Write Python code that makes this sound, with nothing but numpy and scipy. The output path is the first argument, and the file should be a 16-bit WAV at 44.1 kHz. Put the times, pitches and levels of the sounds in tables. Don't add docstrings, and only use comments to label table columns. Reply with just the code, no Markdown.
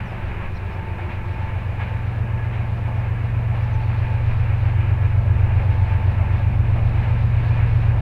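import sys
import numpy as np
from scipy import signal
from scipy.fft import rfft, irfft, next_fast_len
from scipy.io import wavfile

SR = 44100
rng = np.random.default_rng(int(sys.argv[2]) if len(sys.argv) > 2 else 0)


def bounce(signal):
    frames = np.transpose(np.atleast_2d(signal))
    limited = np.clip(frames, -1, 1)
    pcm = np.round(limited * 32767).astype(np.int16)
    wavfile.write(sys.argv[1], SR, pcm)


N = 353241
TIME = np.arange(N) / SR
MIDWAY_S = 4


def from_db(db):
    return 10 ** (np.asarray(db) / 20)


def unit_power(x):
    return x / np.sqrt(np.mean(x ** 2) + 1e-20)


def in_time(rows):
    s, *columns = np.transpose(rows)
    return [np.interp(TIME, s, column) for column in columns]


def ramp_db(midway_db, db_per_s):
    return midway_db + db_per_s * (TIME - MIDWAY_S)


def bell(centre_s, half_s):
    return np.exp(-((TIME - centre_s) / half_s) ** 2)


def drift(rate_hz):
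    hop, settle = 100, 2000
    pole = np.exp(-2 * np.pi * hop * rate_hz / SR)
    white = rng.standard_normal(N // hop + settle + 2)
    slow = signal.lfilter([1], [1, -2 * pole, pole * pole], white)[settle:]
    return np.interp(np.arange(N) / hop, np.arange(len(slow)), unit_power(slow))


def coloured_noise(spectrum, modes=()):
    size = next_fast_len(N)
    hz = np.maximum(np.fft.rfftfreq(size, 1 / SR), 1)
    points_hz, points_db = np.transpose(spectrum)
    shape_db = np.interp(np.log(hz), np.log(points_hz), points_db)
    shape_db -= 20 * np.log10(np.maximum(hz / points_hz[-1], 1))
    for centre, width, lift_db in modes:
        shape_db += lift_db / (1 + (2 * (hz - centre) / width) ** 2)
    return unit_power(irfft(rfft(rng.standard_normal(size)) * from_db(shape_db))[:N])


def wavering_tone(hz, waver_hz, fade_db):
    phase = 2 * np.pi * np.cumsum(hz + waver_hz * drift(7.24)) / SR
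    return unit_power(from_db(fade_db * drift(3.9)) * np.sin(phase))


# frequency in Hz, relative density in dB.
WIND_SPECTRUM = [(4, -17), (10, -3), (17, -1.5), (30, -12.5), (60, -6), (100, -12.5), (200, -36.5),
                 (500, -66.5)]
HISS_SPECTRUM = [(1000, -16), (4000, 3.5), (6500, 0), (10000, -2), (15500, -5)]
# centre in seconds, level in dB.
WIND_PUFFS = [(.38, -35), (1.38, -40), (4.33, -31), (5.4, -31), (6.8, -36.5)]


def air():
    breeze = from_db(ramp_db(-34, db_per_s=1.2))
    gusts = sum(from_db(db) * bell(s, half_s=0.23) for s, db in WIND_PUFFS)
    wind = (breeze + gusts) * coloured_noise(WIND_SPECTRUM)
    return wind + from_db(-66) * coloured_noise(HISS_SPECTRUM)


# start and length in seconds, first, middle and last frequency in Hz, level in dB.
BIRD_CHIRPS = [(.05, .08, 6100, 5260, 4750, -64), (0.538, .048, 3900, 5700, 3820, -61),
               (0.552, .028, 3650, 4150, 3800, -56.5), (.708, .05, 5450, 5300, 5150, -68.5),
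               (1.305, .055, 5150, 5600, 5150, -73), (2.934, .08, 4400, 5600, 4500, -70.5),
               (3.621, .03, 4180, 5750, 5100, -62.5), (3.728, 0.04, 5600, 6050, 4900, -62),
               (3.792, .21, 4600, 4330, 4340, -65)]


def bird(waver_hz=110, ragged_db=3, echo_db=-9, echo_s=.03):
    song, waver = np.zeros(N), waver_hz * drift(150)
    for s, length, first_hz, middle_hz, last_hz, db in BIRD_CHIRPS:
        along = np.linspace(0, 1, int(length * SR))
        span = int(s * SR) + np.arange(len(along))
        parabola = np.polyfit([0, .5, 1], [first_hz, middle_hz, last_hz], 2)
        phase = 2 * np.pi * np.cumsum(np.polyval(parabola, along) + waver[span]) / SR
        song[span] += from_db(db) * signal.windows.tukey(len(along), .2) * np.sin(phase)
    song *= from_db(ragged_db * drift(80))
    age = TIME[:SR // 2]
    bushes = rng.standard_normal(len(age)) * np.exp(-age / echo_s)
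    return song + from_db(echo_db) * signal.fftconvolve(song, bushes / np.linalg.norm(bushes))[:N]


# frequency in Hz, relative density in dB.
RUMBLE_SPECTRUM = [(40, -7), (130, 1), (200, 3.5), (260, 0), (400, -2.5), (480, -2), (600, -5), (900, -34),
                   (3000, -68)]


def rumble():
    return from_db(ramp_db(-40.5, db_per_s=0.4)) * coloured_noise(RUMBLE_SPECTRUM)


# time in seconds, frequency in Hz, level in dB.
MOAN_GLIDE = [(0, 405, -57), (.35, 396, -46), (.55, 382, -51), (.75, 378, -44), (.92, 378, -50),
              (1.6, 378, -70)]


def moan(blur_hz=22, flicker_db=4.8):
    hz, db = in_time(MOAN_GLIDE)
    phase = 2 * np.pi * np.cumsum(hz + blur_hz * drift(45)) / SR
    return from_db(db) * unit_power(from_db(flicker_db * drift(25)) * np.sin(phase))


# time in seconds, relative levels of the lower and upper tone in dB.
HUM_LEVELS = [(0, -62, -58), (.22, -46, -47), (.42, -52, -46), (.55, -62, -56), (.8, -51, -59),
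              (1.02, -45, -41), (1.2, -53, -49), (1.42, -55, -51), (1.6, -59.5, -61.5),
              (4.55, -56.5, -60.5), (4.8, -42.5, -48.5), (5.05, -54, -54), (5.35, -47, -47.5),
              (5.62, -48.5, -47), (5.88, -57, -58), (6.2, -51, -44.5), (6.5, -57, -52), (6.75, -44.5, -53),
              (7.05, -54.5, -59.5), (8, -57.5, -55.5)]


def hum(pair_hz=(340, 357), gain_db=-2.5):
    tones = [wavering_tone(hz, waver_hz=2.5, fade_db=1.5) for hz in pair_hz]
    return sum(from_db(db + gain_db) * tone for db, tone in zip(in_time(HUM_LEVELS), tones))


# centre in seconds, frequency in Hz, level in dB, half length in seconds.
FLANGE_SQUEALS = [(1.817, 1670, -44, .035), (2.15, 1690, -47, .03), (2.28, 1650, -48, .03),
                  (2.414, 1697, -41.5, 0.033), (4.088, 1624, -50, .07), (4.798, 1654, -48, .06),
                  (5.024, 1690, -46.5, .05), (5.046, 2450, -49, .032), (5.297, 1660, -46, .05),
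                  (6.4, 1640, -51, .04), (7.487, 1653, -48, .09)]


def squeals():
    return sum(from_db(db) * bell(s, half_s) * wavering_tone(hz, waver_hz=8, fade_db=1.0)
               for s, hz, db, half_s in FLANGE_SQUEALS)


# frequency in Hz, relative density in dB.
ROAR_SPECTRUM = [(200, -21), (400, -7.5), (550, 0), (750, 1), (950, -3), (1200, -6.5), (1600, -25),
                 (3000, -40.5)]
STEEL_SPECTRUM = [(500, -13.5), (900, 3.5), (1200, -2.5), (1450, -1), (2000, -1), (2650, -3), (2900, -7),
                  (3200, -13), (3900, -15), (4500, -21), (5500, -29.5), (7000, -44), (12000, -57)]
# frequency in Hz, width in Hz, lift in dB.
WHEEL_RESONANCES = [(1619, 45, 4), (1686, 91, 3.5), (2215, 51, 5), (2432, 79, 5.5)]
# time in seconds, relative levels of steel ring and bright hiss in dB.
ROLLING_LEVELS = [(0, -38.5, -59), (.42, -38, -61), (.55, -41.5, -62), (.9, -40, -62.5), (1.15, -40.5, -62),
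                  (1.5, -39, -59), (1.85, -40.5, -60), (2.1, -41.5, -61), (2.9, -41, -61.5),
                  (3.25, -41, -62.5), (3.5, -39.5, -61.5), (3.74, -41, -56.5), (3.84, -39.5, -56.5),
                  (4.1, -38.5, -57.5), (4.48, -39.5, -58), (4.85, -38.5, -59.5), (5.2, -41.5, -60.5),
                  (5.4, -38.5, -60), (5.7, -39.5, -56.5), (5.97, -38, -58.5), (6.35, -37.5, -57.5),
                  (6.52, -40.5, -60.5), (6.85, -38, -58), (7.25, -40.5, -57), (7.62, -37, -56),
                  (8, -40.5, -59)]


def wagons(split_hz=3200):
    steel_db, bright_db = in_time(ROLLING_LEVELS)
    lowpass = signal.butter(6, split_hz, fs=SR, output="sos")
    highpass = signal.butter(6, split_hz, "high", fs=SR, output="sos")
    roar = from_db(ramp_db(-42, db_per_s=0.5) + 1.37 * drift(27)) * coloured_noise(ROAR_SPECTRUM)
    steel = signal.sosfilt(lowpass, coloured_noise(STEEL_SPECTRUM, WHEEL_RESONANCES))
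    bright = unit_power(signal.sosfilt(highpass, coloured_noise(STEEL_SPECTRUM)))
    steel *= from_db(steel_db - 0.36 + 1.07 * drift(6.8))
    bright *= from_db(bright_db + 0.5 + 1.5 * drift(7.5))
    return roar + steel + bright


# time in seconds, relative levels of clash and thud in dB.
WAGON_JOLTS = [(.12, -61, -33.5), (.42, -41, -40), (.99, -36.5, -34.5), (1.1, -33, -49),
               (1.805, -31.3, -34), (2.529, -35, -41), (2.88, -49, -33), (3.55, -37, -35), (4.1, -53, -39),
               (4.3, -38.5, -37.5), (5.02, -37.5, -42.5), (5.6, -39.5, -31.5), (6.2, -48, -33.5),
               (6.76, -39, -30.5), (7.039, -35.5, -35), (7.56, -42, -37)]
# frequency in Hz, relative density in dB.
CLASH_SPECTRUM = [(300, -14.5), (700, -4), (1000, 2.5), (1400, -1.5), (2300, 0), (2800, -3), (3300, -12.5),
                  (4500, -24.5), (6000, -40.5), (12000, -67.5)]


def clatter(rise_s=0.012, clash_decay_s=0.057, thud_decay_s=.05):
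    clashes, thuds = np.zeros((2, N))
    for s, clash_db, thud_db in WAGON_JOLTS:
        age = np.maximum(TIME - s + rise_s, 0)
        attack = 1 - np.exp(-age / rise_s)
        clashes += from_db(clash_db) * attack * np.exp(-age / clash_decay_s)
        thuds += from_db(thud_db) * attack * np.exp(-age / thud_decay_s)
    clashes *= coloured_noise(CLASH_SPECTRUM, WHEEL_RESONANCES)
    return clashes + thuds * coloured_noise(ROAR_SPECTRUM)


# time in seconds, relative level in dB.
WHINE_LEVELS = [(0, -47.5), (.3, -52), (.5, -62), (.65, -49), (.78, -43.5), (.88, -42), (.97, -46),
                (1.15, -47.5), (1.33, -46.5), (1.43, -39.5), (1.52, -40.5), (1.62, -53), (1.78, -49),
                (1.92, -43.5), (2.03, -49), (2.18, -58), (2.27, -48), (2.35, -42), (2.44, -47), (2.55, -49),
                (2.67, -42.5), (2.77, -52), (2.91, -43), (3.07, -49), (3.18, -53.5), (3.6, -55),
                (3.77, -42.5), (3.9, -45.5), (3.98, -53), (4.08, -42), (4.2, -47.5), (4.4, -57.5),
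                (5.2, -51.5), (5.4, -47), (5.6, -55.5), (5.7, -42.5), (5.92, -41), (6.03, -42.5),
                (6.13, -52), (6.25, -43), (6.55, -52), (6.85, -58), (7.14, -45.5), (7.33, -59), (7.56, -44),
                (7.7, -60), (8, -50)]
# centre in seconds, half length in seconds.
LOWER_LINE_SWELLS = [(1.7, 0.16), (3.87, 0.35)]
# frequency in Hz, level in dB.
WEAK_LINES = [(1324.5, -56.5), (1767, -58)]


def whine(main_hz=882.5, sag_hz_per_s=0.75, lower_hz=849):
    flutter = unit_power(from_db(1.1 * drift(14)))
    sinking_hz = main_hz - sag_hz_per_s * (TIME - MIDWAY_S)
    main = flutter * wavering_tone(sinking_hz, waver_hz=1.4, fade_db=0.8)
    main *= from_db(in_time(WHINE_LEVELS)[0] + 0.1)
    lower_gain = from_db(-48) * sum(bell(s, half_s) for s, half_s in LOWER_LINE_SWELLS)
    lower = lower_gain * wavering_tone(lower_hz, waver_hz=1.5, fade_db=4.0)
    weak = sum(from_db(db) * wavering_tone(hz, waver_hz=3, fade_db=3) for hz, db in WEAK_LINES)
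    return main + lower + weak


# place in the engine cycle from 0 to 1, relative level in dB.
GAS_SURGES = [(.12, 0), (.176, -5.4), (.31, -6.5), (.845, -4.8)]
SHARP_PUFFS = [(.1, -6), (.347, 0), (.424, -3.3), (.53, -2.6), (.827, -.6)]


def harmonic_phase(order, cycle_hz, stack_hz=90, width_hz=65, growl_from_order=17):
    hz = order * cycle_hz
    place, db = np.transpose(GAS_SURGES if order < growl_from_order else SHARP_PUFFS)
    pulses = np.sum(from_db(db) * np.exp(-2j * np.pi * order * place))
    stack = 1 / (1 + 1j * (hz ** 2 - stack_hz ** 2) / (hz * width_hz))
    return np.angle(pulses * stack)


def lull(cycles, depth_db=-5, place=.985, sharpness=20):
    return from_db(depth_db * np.exp(sharpness * (np.cos(2 * np.pi * (cycles - place)) - 1)))


# time in seconds, cycle rate in Hz.
CYCLE_RATE = [(0, 7.742), (2, 7.742), (3, 7.745), (5.5, 7.745), (6.5, 7.757), (8, 7.757)]
# order (multiple of the cycle rate), relative level in dB.
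EXHAUST_HARMONICS = [(6, -31), (7, -48), (8, -51), (9, -31.5), (10, -35), (11, -31.5), (12, -23.5),
                     (13, -34.5), (14, -46.5), (15, -21), (16, -38), (17, -40.5), (18, -35), (19, -40),
                     (20, -39), (21, -42.5), (22, -38.5), (23, -48.5), (24, -43), (25, -46.5), (26, -48),
                     (27, -46), (28, -45.5), (29, -55.5), (30, -55.5), (31, -61.5), (32, -60.5)]
# order, gain midway in dB, growth in dB per second.
BAND_GROWTH = [(7.9, -1.5, 1.5), (13.3, 1, 0), (15.15, -1.45, 0.9), (25.9, -4.5, 0.44)]
# time in seconds, gains of firing note, upper drone and growl in dB.
BAND_FADING = [(0, -12.5, 2, 3), (.5, -4.5, -1.5, -1), (1.5, -1, -0.5, -2), (2.3, -3.5, 0, 2),
               (3.5, -3.5, 1, 2), (4.9, 3.5, 1, -4), (5.45, 5.5, -0.5, 1.5), (6.0, 5.5, -3.5, 5),
               (7.1, -0.5, 0.5, 5), (8, -0.5, 2, -1.5)]
# time in seconds, frequency in Hz.
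GROUND_NOTCH = [(0, 127.7), (1.0, 122), (1.5, 130), (2.4, 154), (3.1, 164.8), (8, 181)]


def exhaust(flutter_db=0.64, jitter_rad=0.06, notch_db=12, notch_width_hz=28, firing_order=12):
    cycles = np.cumsum(in_time(CYCLE_RATE)[0]) / SR
    cycle_hz = CYCLE_RATE[0][1]
    fading_db = in_time(BAND_FADING)
    notch_hz, = in_time(GROUND_NOTCH)
    band_orders, midway_db, db_per_s = np.transpose(BAND_GROWTH)
    drone = np.zeros(N)
    for order, line_db in EXHAUST_HARMONICS:
        shares = np.array([np.interp(order, band_orders, band) for band in np.eye(len(band_orders))])
        swell_db = ramp_db(shares @ midway_db, shares @ db_per_s) + shares[1:] @ fading_db
        dip_db = notch_db / (1 + (2 * (order * cycle_hz - notch_hz) / notch_width_hz) ** 2)
        unsteady = order / firing_order
        db = line_db + swell_db - dip_db + flutter_db * unsteady * drift(0.65)
        phase = 2 * np.pi * order * cycles + harmonic_phase(order, cycle_hz)
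        drone += from_db(db) * np.cos(phase + jitter_rad * unsteady * drift(3.7))
    uneven = from_db(.3 * drift(6))
    return np.sqrt(2) * drone * lull(cycles) * uneven


def scene():
    train = exhaust() + whine() + hum() + moan() + rumble() + wagons() + clatter() + squeals()
    return (train + bird() + air())[None]


def record(dry, cutoff_hz=15750):
    eased = dry * signal.windows.tukey(N, .001)
    return signal.sosfilt(signal.ellip(10, .1, 90, cutoff_hz, fs=SR, output="sos"), eased)


dry = scene()
out = record(dry)
bounce(out)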